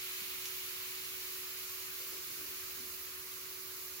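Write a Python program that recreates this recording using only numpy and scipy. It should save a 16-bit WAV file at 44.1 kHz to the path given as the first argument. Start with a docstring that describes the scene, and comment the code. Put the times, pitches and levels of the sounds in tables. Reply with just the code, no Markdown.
"""Foam fizzes in a plastic tub on a stone kitchen counter, close to a stereo microphone.
From the start, over room air and an appliance's hum, thousands of tiny bursts a second sum to a hiss.
A faint bump comes first; then, near 0.46 s, one large bubble pops aloud. From about 2 s a few dull
bumps sound as a glass is moved away, and a low drone swells once. Toward the end the hiss eases,
the coarser bubbles dying out first."""
import sys
import numpy as np
from scipy import signal
from scipy.fft import rfft, irfft
from scipy.io import wavfile

SR = 44100
rng = np.random.default_rng(int(sys.argv[2]) if len(sys.argv) > 2 else 0)


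def output_pcm(signal):
    """Save a mono or channel-first signal as 16-bit PCM at the path in sys.argv[1].

    Samples are clipped to [-1, 1] before scaling.
    """
    pcm = np.clip(np.atleast_2d(signal).T, -1, 1) * 32767
    wavfile.write(sys.argv[1], SR, np.round(pcm).astype(np.int16))


N = 176400
TIME = np.arange(N) / SR
FREQ = np.fft.rfftfreq(N, 1 / SR)


def amp(db):
    """Amplitude ratio of a level in decibels."""
    return 10 ** (np.asarray(db) / 20)


def unit(x):
    """Normalisation of each channel to rms 1."""
    return x / np.sqrt(np.mean(abs(x) ** 2, -1, keepdims=True) + 1e-30)


def colour(x, table):
    """Spectral shaping by one curve, or one per channel, to overall rms 1."""
    hz, *curves = np.transpose(table)
    gain = amp([np.interp(np.log(FREQ + 1), np.log(hz), db) for db in curves])
    shaped = irfft(rfft(x) * gain, N)
    return shaped / shaped.std()


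def wander(corner_hz):
    """Random modulation: low-passed noise of rms 1."""
    return unit(irfft(rfft(rng.standard_normal(N)) / (1 + (FREQ / corner_hz) ** 2) * (FREQ > 1), N))


def room_noise(correlation=0.57):
    """Partial coherence: two microphones share only part of a noise field."""
    shared, separate = rng.standard_normal((2, N))
    return np.array([shared, correlation * shared + np.sqrt(1 - correlation ** 2) * separate])


def reverberation(x, wet_db, t60_s=0.15):
    """Dense reflections decay exponentially, in a different pattern at each microphone."""
    t = TIME[:SR // 4]
    tail = rng.standard_normal((2, len(t))) * amp(-60 * t / t60_s) * (t > .001)
    response = unit(tail) / np.sqrt(len(t))
    return x + amp(wet_db) * signal.oaconvolve(x, response, axes=1)[:, :N]


# Spectrum of the room air (frequency [Hz], relative level [dB])
AIR_SPECTRUM = [(15, -30), (30, -12), (48, -4.5), (80, 1), (120, -2.5), (220, -7), (300, -1.5), (380, -0.5),
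                (450, -2), (540, -7), (700, -12.5), (880, -8), (1120, 2), (1500, -7), (2500, -27)]
def room_air(level_db=-62):
    """Stationary noise: the air of the room gives a steady rumble."""
    return amp(level_db) * colour(room_noise(), AIR_SPECTRUM)


# Appliance tones (frequency [Hz], level before panning [dB], rms modulation depth [0-1])
HUM_PARTIALS = [(90.2, -75, 0.42), (122.5, -85, .3), (150, -78.5, 0.26), (371.4, -62, 0.23), (446, -82, .8),
                (556, -85, 0.9), (648, -87, 0.97)]
def appliance_hum(waver_hz=6):
    """Narrowband modulation: each steady tone wavers in amplitude and phase."""
    out = np.zeros((2, N))
    for hz, db, depth in HUM_PARTIALS:
        slow_spectrum = rfft(rng.standard_normal((2, N))) / (1 + (FREQ / waver_hz) ** 2)
        waver = unit(np.fft.ifft(slow_spectrum, N))
        carrier = np.exp(2j * np.pi * (hz * TIME + rng.random()))
        out += amp(db) * np.sqrt(2) * ((1 + depth * waver) * carrier).real
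    return out


def drone(start_s=2.35, length_s=.9, hz=72.5):
    """Amplitude modulation: a low pure tone swells once under a half-sine envelope."""
    swell = np.sin(np.pi * np.clip((TIME - start_s) / length_s, 0, 1))
    return amp(-70.5) * np.sqrt(2) * swell * np.sin(2 * np.pi * hz * TIME)


# Soft handling bumps (time [s], level [dB], centre frequency [Hz], rise [s], 60 dB decay time [s])
HANDLING_BUMPS = [(.213, -63, 220, 0.0073, 0.38), (1.985, -58, 457, 0.018, .4),
                  (2.119, -54, 380, 0.0077, 0.48), (2.27, -59, 320, 0.01, 0.42), (2.29, -62, 150, .02, .5),
                  (2.36, -53, 330, 0.062, 0.78), (2.765, -55, 246, 0.034, 0.47)]
def handling_bumps(width_octaves=0.36):
    """Soft impacts, smeared by the room, are low bands of noise that decay exponentially."""
    out = np.zeros((2, N))
    for start, db, hz, rise, t60 in HANDLING_BUMPS:
        t = np.maximum(TIME - start, 0)
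        octaves = np.log2((FREQ + 1) / hz)
        band = (1 + (octaves / width_octaves) ** 2) ** -1.2
        body = unit(irfft(rfft(room_noise()) * band, N))
        out += body * np.minimum(t / rise, 1) * amp(db - 60 * t / t60)
    return out


def ringing_bubbles(per_s=260, low_hz=1103, high_hz=7004, decay_cycles=28):
    """Cavity resonance: opening bubbles ping faintly, the smaller ones higher and shorter."""
    start_db, rise_db_per_s, spread_db = -59.5, 0.3, 2
    out = np.zeros((2, N + SR))
    t = TIME[:SR // 12]
    for when, pitch, chance, pan, phase in rng.random((int(per_s * N / SR), 5)):
        hz = low_hz * (high_hz / low_hz) ** pitch
        onset = int(when * N)
        strength = amp(spread_db * min(-np.log(chance + 1e-9), 3))
        gain = strength * np.sqrt([[pan], [1 - pan]]) * np.sqrt(hz)  # energy independent of pitch
        envelope = (1 - np.exp(-t * hz / 2)) * np.exp(-t * hz / decay_cycles)
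        tone = np.sin(2 * np.pi * (hz * t + np.array([[0], [phase]])))
        out[:, onset:onset + len(t)] += gain * envelope * tone
    return unit(out[:, :N]) * amp(start_db + rise_db_per_s * TIME)


# Modes of one large bubble (frequency [Hz], relative level [dB], 60 dB decay time [s])
LARGE_BUBBLE_MODES = [(3520, -7, 0.0012), (6000, -5.5, 0.002), (11600, -6, .001)]
def large_pop(start_s=.4564, gain_db=-20, low_cut_hz=2200):
    """Impulse response: the burst excites heavily damped modes, a short snap with no bass."""
    t = np.maximum(TIME - start_s, 0)
    ring = sum(amp(db - 60 * np.minimum(t / t60, 10)) * np.sin(2 * np.pi * hz * t)
               for hz, db, t60 in LARGE_BUBBLE_MODES)
    snap = signal.sosfilt(signal.butter(2, low_cut_hz, "high", fs=SR, output="sos"), ring)
    return amp(gain_db) * reverberation(np.array([snap, snap]), wet_db=1.5)


# Bubble size classes, large to small (resonance frequency [Hz])
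SIZE_CLASS_HZ = [1300, 3000, 6000, 10500, 14500]
def bursts(per_s, spread_db, channels, echo_db=0.5, surge_db=0.63, surge_hz=13):
    """Shot noise: each size class bursts at random, per_s times a second, and surges in its own band."""
    spectrum = 0
    shape = (channels, N)
    for share in np.eye(len(SIZE_CLASS_HZ)):
        strength = amp(spread_db * np.minimum(rng.exponential(1, shape), 4))  # many weak, few strong
        clicks = strength * rng.choice([-1, 1], shape) * (rng.random(shape) < per_s / SR)
        echoes = amp(echo_db) * rng.standard_normal((2, N))  # noise stands for blurred reflections
        surge = amp(surge_db * wander(surge_hz))
        band = np.sqrt(np.interp(FREQ, SIZE_CLASS_HZ, share))
        spectrum += rfft((unit(clicks) + echoes) * surge) * band
    return irfft(spectrum, N)


# Spectrum of the coarser bubbles (frequency [Hz], relative level [dB])
COARSE_SPECTRUM = [(600, -27), (1300, -13), (1750, -10.5), (2200, -0.5), (2600, -1), (2950, -0.5),
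                   (3400, -3.5), (4250, -4.5), (5000, -13.5), (9000, -19.5)]
def coarse_fizz(start_db=-46.5, fade_db_per_s=3.5, right_lag_s=.00018):
    """Path difference: larger bubbles reach the left microphone first; they fade as the foam settles."""
    left, right = bursts(per_s=4500, spread_db=2, channels=1)
    pops = np.array([left, np.roll(right, round(right_lag_s * SR))])
    return colour(pops, COARSE_SPECTRUM) * amp(start_db - fade_db_per_s * TIME)


# Spectrum of the fine fizz (frequency [Hz], left relative level [dB], right relative level [dB])
FINE_SPECTRUM = [(300, -125, -125), (730, -108, -100), (1075, -86.5, -92), (1400, -89, -85.5),
                 (1670, -87, -87.5), (2370, -84, -83), (2980, -89, -83.5), (3100, -92.5, -88.5),
                 (4370, -82.5, -81.5), (5000, -83.5, -83), (7360, -83, -84.5), (7890, -88.5, -90),
                 (8970, -102.7, -86), (9420, -102, -82.5), (11440, -80.5, -79.5), (13000, -88.5, -79.5),
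                 (15550, -75.5, -77), (15500, -85, -76.5)]
# Envelope of the fine fizz (time [s], level [dB])
FINE_ENVELOPE = [(0, -39.5), (.83, -40), (2.68, -40.5), (3.24, -42.5), (4, -42)]
def fine_fizz():
    """Incoherent summation: tiny bubbles all over the foam merge into a wide, bright hiss."""
    pops = bursts(per_s=9000, spread_db=3.0, channels=2)
    level_db = np.interp(TIME, *np.transpose(FINE_ENVELOPE))
    return colour(pops, FINE_SPECTRUM) * amp(level_db)


def scene():
    """Superposition: the pressures of the near foam and the room behind it add."""
    foam = fine_fizz() + coarse_fizz() + ringing_bubbles() + large_pop()
    tones = (appliance_hum() + drone()) * amp([[-1], [1]])  # panned slightly right
    return foam + tones + room_air() + handling_bumps()


def record(dry):
    """Band limiting: a steep linear-phase low-pass removes the highest treble."""
    taps = signal.firwin(1023, cutoff=15880, window=("kaiser", 8), fs=SR)
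    return signal.oaconvolve(dry, taps[None], "same")


dry = scene()
out = record(dry)
output_pcm(out)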